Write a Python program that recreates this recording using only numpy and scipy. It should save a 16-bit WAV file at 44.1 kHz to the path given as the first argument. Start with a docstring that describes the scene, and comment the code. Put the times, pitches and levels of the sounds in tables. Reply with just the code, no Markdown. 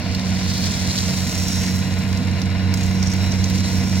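"""The throbbing drone of a six-cylinder diesel tractor, working in dry brush with a mulcher on its front.
The exhaust beats against the slightly slower hum of the rotor, over gas rumble, clatter and a thin whine.
Breaking brush crackles in two long surges, single twigs snap, and a green stem squeaks once.
Heard from nearby on a handheld phone, through two closely spaced microphone ports."""
import sys
import numpy as np
from scipy import signal
from scipy.fft import rfft, irfft
from scipy.io import wavfile
from scipy.ndimage import map_coordinates

SR = 44100
rng = np.random.default_rng(int(sys.argv[2]) if len(sys.argv) > 2 else 0)


def unload_wav(signal):
    """Save mono or channel-first audio to the path in sys.argv[1] as 16-bit WAV at rate SR, clipped to [-1, 1]."""
    wavfile.write(
        sys.argv[1],
        SR,
        np.round(np.clip(np.atleast_2d(signal).T, -1, 1) * 32767).astype(np.int16),
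    )


N = 176400

# the phone's two ports (frequency [Hz], left minus right [dB], left phase lead [rad])
MIC_PORTS = [(60, -7.1, 0.82), (93, -5.7, 0.68), (186, -3.5, 0.36), (400, -3.7, 0.3), (600, -5.6, 0.28),
             (950, 0.2, 0.21), (1200, -6.0, -0.72), (1350, 0.0, 1.53), (1700, 5.2, 0.74), (2400, 6.5, 0.04),
             (2900, 4.9, -0.06), (3400, 0.7, -0.6), (4200, 0.8, -1.17), (4700, -0.2, -2.87),
             (5400, -6.5, -4.81), (6200, 0.3, -4.62), (7000, 3.5, -5.78), (7900, 4.0, -6.0),
             (8600, 0.2, -6.11), (9500, 5.5, -5.79), (11000, 0.2, -6.34), (12500, 0.9, -6.3),
             (14500, -3.3, -6.3)]

# thin whine from the machine (time [s], level [dB])
WHINE_LEVEL = [(0, -65), (1.1, -42), (1.6, -39.5), (2.1, -44.5), (2.5, -44), (2.68, -40.5), (2.97, -43.5),
               (3.1, -56), (3.21, -38), (3.4, -40), (3.72, -41), (3.89, -52), (4, -38.5)]

# tone of breaking brush (frequency [Hz], relative level [dB])
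CRACKLE_SPECTRUM = [(2000, -11), (3100, -11), (4000, -7), (4800, -5.5), (5500, -4), (6400, -6),
                    (7400, -7.5), (8500, -16), (9700, -14), (11200, -22), (12500, -18), (15500, -20)]
# fine crackle and its direction (time [s], level [dB], lead at the left port [microseconds])
CRACKLE_PATH = [(0, -45, 48), (.28, -36.5, 36), (.63, -29, 48), (.8, -30, 35), (1.0, -28, 27),
                (1.2, -30.5, 15), (1.65, -30, -22), (1.87, -38, 13), (2.1, -40.5, 16), (2.45, -44.5, 28),
                (2.72, -49, 12), (2.78, -34.5, -25), (2.95, -42, -5), (3.08, -38.5, -29), (3.33, -38.5, 21),
                (3.68, -33, 24), (3.85, -38, 1.5), (4, -32, 22)]
# thicker stems crunching (time [s], level [dB])
CRUNCH_LEVEL = [(0, -38.5), (.3, -41.5), (.5, -31.5), (.65, -32.5), (.76, -36), (.88, -34), (.915, -28),
                (.955, -40), (.985, -27), (1.03, -36), (1.12, -36), (1.6, -47), (1.9, -58), (3.3, -57),
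                (3.65, -37), (4, -50)]
# thin stems splintering (time [s], level [dB])
SPLINTER_LEVEL = [(0, -43.5), (1.1, -36), (1.35, -34.5), (1.6, -32.5), (1.8, -39), (2.1, -62), (2.7, -47),
                  (2.85, -43), (3.1, -38), (3.4, -38.5), (4, -35.5)]
CRUNCH_HZ, SPLINTER_HZ = 4300, 5530
# single twigs (time [s], ring pitch [Hz], crack level [dB], ring level [dB], crunch level [dB])
TWIG_SNAPS = [(0.148, 4540, -36, -27, -25), (0.195, 4400, -43, -33, -27), (0.64, 4900, -45, -24, -34),
              (0.657, 4760, -31, -28, -34), (0.719, 7050, -35, -30, -41), (.978, 4400, -35.5, -26, -20),
              (0.986, 4020, -31, -24, -24), (1.482, 5670, -29, -23, -36), (1.528, 5700, -33, -28, -38),
              (2.128, 5500, -42, -32, -31), (2.173, 5640, -38, -32, -36), (2.417, 5600, -37, -28, -29),
              (2.739, 5200, -24, -26, -36), (2.835, 6670, -33, -31, -42), (2.863, 6950, -36, -36, -40),
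              (3.027, 5710, -40, -22.5, -35), (3.036, 5940, -41, -34, -28), (3.062, 5840, -46, -36, -44),
              (3.072, 5750, -42, -24.5, -42), (3.081, 5370, -44, -28, -42), (3.102, 5300, -35, -36, -44),
              (3.116, 5840, -44, -29, -44), (3.126, 5360, -46, -29, -44), (3.136, 6250, -31, -29, -31),
              (3.32, 5960, -45, -27, -38), (3.441, 6000, -34, -24.5, -26), (3.499, 5600, -29, -42, -28),
              (3.583, 5640, -44, -26, -38)]

# clatter of engine, drive and rotor (frequency [Hz], relative level [dB])
CLATTER_SPECTRUM = [(330, -9.5), (400, -5.5), (480, -3.5), (560, -4.5), (680, -1.5), (830, -9), (1000, -5),
                    (1240, -13), (1450, -8.5), (1750, -4.5), (2000, -6), (2400, -3.5), (2580, -11),
                    (2780, -5.5), (3120, -15), (3600, -9), (3980, -15.5), (4400, -9.5), (4900, -13),
                    (5450, -17.5), (6300, -24), (8000, -34), (11000, -51), (15500, -43)]
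# resonances of the steel hood (frequency [Hz], width [Hz], level at 0 dB load [dB])
HOOD_MODES = [(5340, 94, -49), (2370, 19, -57), (1980, 42, -49), (1446, 50, -48), (980, 116, -48.5),
              (703, 47, -52.5), (479.6, 13, -47)]

# tones of the mulcher's rotor (multiple of its turning rate)
ROTOR_ORDERS = [2, 4, 6, 22]
# strength of each rotor tone (level [dB])
ROTOR_LEVELS = [-47.5, -31.5, -39, -58]
THROB_HZ, IN_STEP_S = 5.48, .13  # beat of rotor and firings, and a moment when they are in step

# engine speed (time [s], firing rate [Hz])
FIRING_RATE = [(0.0, 92.44), (0.41, 93.16), (1.0, 93.07), (1.1, 91.48), (1.7, 92.1), (1.75, 92.97),
               (2.72, 93.48), (3.73, 93.55), (4.0, 93.7)]
# engine load, as a gain on the drone (time [s], level [dB])
ENGINE_LOAD = [(0, -4.5), (.8, -5), (1.4, -5.5), (1.75, -2), (2.1, -0.5), (3, 1.5), (4, -1)]
# drone an octave above the firings (time [s], level [dB])
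OCTAVE_LEVEL = [(0, -30), (.3, -23), (.55, -26), (.8, -26.5), (1.45, -27.5), (1.7, -22), (1.9, -26.5),
                (2.4, -25.5), (2.7, -23.5), (3.5, -24), (4, -21)]
# weaker tones from unequal cylinders (multiple of the four-stroke cycle rate)
CYCLE_ORDERS = [4, 5, 7, 8, 9, 13, 14, 16, 18, 20, 22, 26, 30, 32]
# strength of each of those tones (level at 0 dB load [dB])
CYCLE_LEVELS = [-40, -40, -35.5, -56, -37, -40, -44, -41.5, -42.5, -41.5, -50, -54.5, -47, -52.5]
# gas rumble from the exhaust (frequency [Hz], relative level [dB])
RUMBLE_SPECTRUM = [(20, -17), (29, -23), (42, -23), (62, 2), (110, -1.5), (160, 2), (188, 0.5), (230, 2.5),
                   (275, -6), (330, -19.5), (450, -19), (900, -54.5)]
CYLINDERS = 6


def undb(db):
    """Decibels to gain."""
    return 10 ** (np.asarray(db) / 20)


def unit(x):
    """Scale to rms 1."""
    return x / np.sqrt(np.mean(x ** 2))


def times():
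    """Time of every sample in seconds."""
    return np.arange(N) / SR


def bins():
    """Frequency of every spectral bin, at least 1 Hz."""
    return np.maximum(np.fft.rfftfreq(N, 1 / SR), 1)


def curve(table, column=1):
    """One column of a table, joined over time."""
    rows = np.array(table, float)
    return np.interp(times(), rows[:, 0], rows[:, column])


def response(table, column=1):
    """One column of a table, joined over log frequency."""
    rows = np.array(table, float)
    return np.interp(np.log(bins()), np.log(rows[:, 0]), rows[:, column])


def colour(x, db):
    """Causal filter with the given gain in each bin."""
    cepstrum = irfft(np.log(undb(db)), N)
    cepstrum[1:N // 2] *= 2
    cepstrum[N // 2 + 1:] = 0
    return irfft(rfft(x) * np.exp(rfft(cepstrum)), N)


def resonance(hz, width_hz):
    """Complex gain of a single resonance in each bin."""
    return 1 / (1 + 1j * hz / width_hz * (bins() / hz - hz / bins()))


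def band(x, hz, width_hz):
    """Two resonances in series give a steep-sided band, scaled to rms 1."""
    return unit(irfft(rfft(x) * resonance(hz, width_hz) * resonance(hz, 2 * width_hz), N))


def wander(rate_hz):
    """Smooth random drift with rms 1."""
    return unit(irfft(rfft(rng.standard_normal(N)) / (1 + (bins() / rate_hz) ** 4), N))


def clicks(per_s, spread_db):
    """Random clicks, mostly small: one stream from ahead and one from each side."""
    size = undb(spread_db * np.minimum(rng.exponential(size=(3, N)), 2 * np.pi))
    return (rng.random((3, N)) < per_s / SR) * rng.choice([-1, 1], (3, N)) * size


def microphone(x, diffuse=0, lead_us=0):
    """Sound from ahead reaches both ports with a phase difference; side streams reach one port each."""
    streams = np.atleast_2d(x)
    ahead = streams[0]
    sides = np.array([[1], [-1]])
    if np.any(lead_us):
        shift = lead_us * 1e-6 * SR / 2
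        ahead = np.array([map_coordinates(ahead, [np.arange(N) + side * shift], mode="mirror")
                          for side in (1, -1)])
    heard = rfft(ahead) * np.exp(.5j * sides * response(MIC_PORTS, column=2))
    if diffuse:
        side_share = diffuse / (1 + (600 / bins()) ** 2)
        heard = np.sqrt(1 - side_share) * heard + np.sqrt(side_share) * rfft(streams[1:])
    balance = undb(sides * response(MIC_PORTS) / 2)
    return irfft(heard * balance / np.sqrt(np.mean(balance ** 2, axis=0)), N)


def stem_squeak(at_s=1.625, half_length_s=.014):
    """A green stem bends with a faint stick-slip squeal."""
    swell = np.exp(-((times() - at_s) / half_length_s) ** 2)
    return microphone(undb(-37) * swell * band(rng.standard_normal(N), hz=2680, width_hz=300))


def machine_whine():
    """A narrow, rough whine that surges as the machine comes closer."""
    whine = band(rng.standard_normal((3, N)), hz=3980, width_hz=150)
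    return microphone(undb(curve(WHINE_LEVEL)) * whine, diffuse=.03)


def twig_snaps(decay_s=.0045, ring_width_hz=1000):
    """Each twig breaks with a short broad crack, a ring at its own pitch and a crunch."""
    tilt_db = 4 * np.log2(np.maximum(bins(), 500) / SPLINTER_HZ)
    crack = unit(colour(rng.standard_normal((3, N)), response(CRACKLE_SPECTRUM) + tilt_db))
    crunch = band(rng.standard_normal((3, N)), CRUNCH_HZ, width_hz=1600)
    age = times()[:N // 40]
    envelope = 1.282 * np.exp(-age / decay_s)
    out = np.zeros((3, N))
    for start, hz, crack_db, ring_db, crunch_db in TWIG_SNAPS:
        span = slice(int(start * SR), int(start * SR) + len(age))
        twig = signal.iirpeak(hz, hz / ring_width_hz, fs=SR)
        burst = rng.standard_normal((3, len(age))) * envelope
        ringing = signal.lfilter(*twig, signal.lfilter(*twig, burst))
        out[:, span] += undb(ring_db) * unit(ringing) * np.sqrt(np.mean(envelope ** 2))
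        out[:, span] += envelope * (undb(crack_db) * crack[:, span] + undb(crunch_db) * crunch[:, span])
    return microphone(out, diffuse=.61)


def breaking_brush():
    """Dry stems break in a dense crackle, sparser when quiet; the wood rings in two broad bands."""
    level_db = curve(CRACKLE_PATH)
    density = undb(.66 * (level_db - level_db.max()))
    shape_db = response(CRACKLE_SPECTRUM) - 10 * np.log10(1 + (1500 / bins()) ** 4)
    crossover = (bins() / 10500) ** 8
    crackle = 0
    for cut in (crossover, 1 / crossover):  # separate clicks below and above the crossover
        breaks = clicks(per_s=5000 * density, spread_db=3.5) / np.sqrt(density)
        crackle += colour(breaks, shape_db - 10 * np.log10(1 + np.minimum(cut, 100)))
    crunch = band(clicks(per_s=3000, spread_db=3), CRUNCH_HZ, width_hz=1250)
    splinter = band(clicks(per_s=2200, spread_db=1), SPLINTER_HZ, width_hz=870)
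    brush = unit(crackle) * undb(level_db)
    brush += crunch * undb(curve(CRUNCH_LEVEL)) + splinter * undb(curve(SPLINTER_LEVEL))
    flicker = undb(wander(45))
    return microphone(brush * flicker, diffuse=.33, lead_us=curve(CRACKLE_PATH, column=2))


def panels(x, decay_s=.012, mix=.35):
    """Many short sheet-metal modes add to the sound passing through."""
    tail = rng.standard_normal(N) * np.exp(-np.minimum(times() / decay_s, 50))
    return irfft(rfft(x) * (1 + mix * rfft(tail) / np.sqrt(np.sum(tail ** 2))), N)


def clatter(rotor_angle):
    """Dense knocks, pulsing once per rotor turn, sound through the frame; light taps ring the hood."""
    pulsing = 1 + .078 * np.cos(rotor_angle)
    knocks = clicks(per_s=9000, spread_db=2.5) * pulsing * undb(1.3 * wander(42))
    low_cut_db = -10 * np.log10(1 + (220 / bins()) ** 6)
    frame = undb(-33) * unit(colour(panels(knocks), response(CLATTER_SPECTRUM) + low_cut_db))
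    taps = clicks(per_s=8700, spread_db=1.5)
    modes = sum(undb(db) / np.sqrt(np.pi * width / SR) * resonance(hz, width)
                for hz, width, db in HOOD_MODES)
    hood = irfft(rfft(taps) * modes, N) / np.std(taps)
    return microphone(frame + hood * undb(.5 * curve(ENGINE_LOAD)), diffuse=.39)


def rotor_hum(rotor_angle):
    """The rotor's strongest tone lies just under the firing rate, so that the two beat."""
    return microphone(sum(np.sqrt(2) * undb(db + .5 * wander(1.5)) * np.cos(order * rotor_angle)
                          for order, db in zip(ROTOR_ORDERS, ROTOR_LEVELS)))


def unequal_cylinders(cycle_angle):
    """Cylinders fire unequally, adding wavering tones at multiples of the four-stroke cycle."""
    tones = np.zeros(N)
    for order, db in zip(CYCLE_ORDERS, CYCLE_LEVELS):
        amplitude = np.sqrt(2) * undb(db + 1.6 * wander(3))
        phase = order * (cycle_angle + .03 * wander(6.5)) + 2 * np.pi * rng.random()
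        tones += amplitude * np.cos(phase)
    return tones


def exhaust(firing_phase):
    """Firing pulses drone with their octave, over weaker tones and pulsing gas rumble."""
    load_db = curve(ENGINE_LOAD)
    drone = undb(-22 + load_db + .6 * wander(3)) * np.cos(firing_phase)
    octave = undb(curve(OCTAVE_LEVEL) + .6 * wander(3)) * np.cos(2 * firing_phase)
    uneven = undb(.45 * load_db) * unequal_cylinders(firing_phase / CYLINDERS)
    gas = rng.standard_normal(N) * (1 + .39 * np.cos(firing_phase))
    rumble = undb(-28 + .14 * load_db) * unit(colour(gas, response(RUMBLE_SPECTRUM)))
    return microphone(np.sqrt(2) * (drone + octave) + uneven + rumble)


def scene():
    """The engine drives the rotor at just under a quarter of the firing rate; brush breaks on its own."""
    firing_phase = 2 * np.pi * np.cumsum(curve(FIRING_RATE)) / SR
    rotor_angle = (firing_phase - 2 * np.pi * THROB_HZ * (times() - IN_STEP_S)) / 4
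    tractor = exhaust(firing_phase) + rotor_hum(rotor_angle) + clatter(rotor_angle) + machine_whine()
    return tractor + breaking_brush() + twig_snaps() + stem_squeak()


def record(dry):
    """The phone cuts the treble steeply above 15.9 kHz."""
    return signal.sosfilt(signal.ellip(10, .2, 80, 15900, fs=SR, output="sos"), dry)


dry = scene()
out = record(dry)
unload_wav(out)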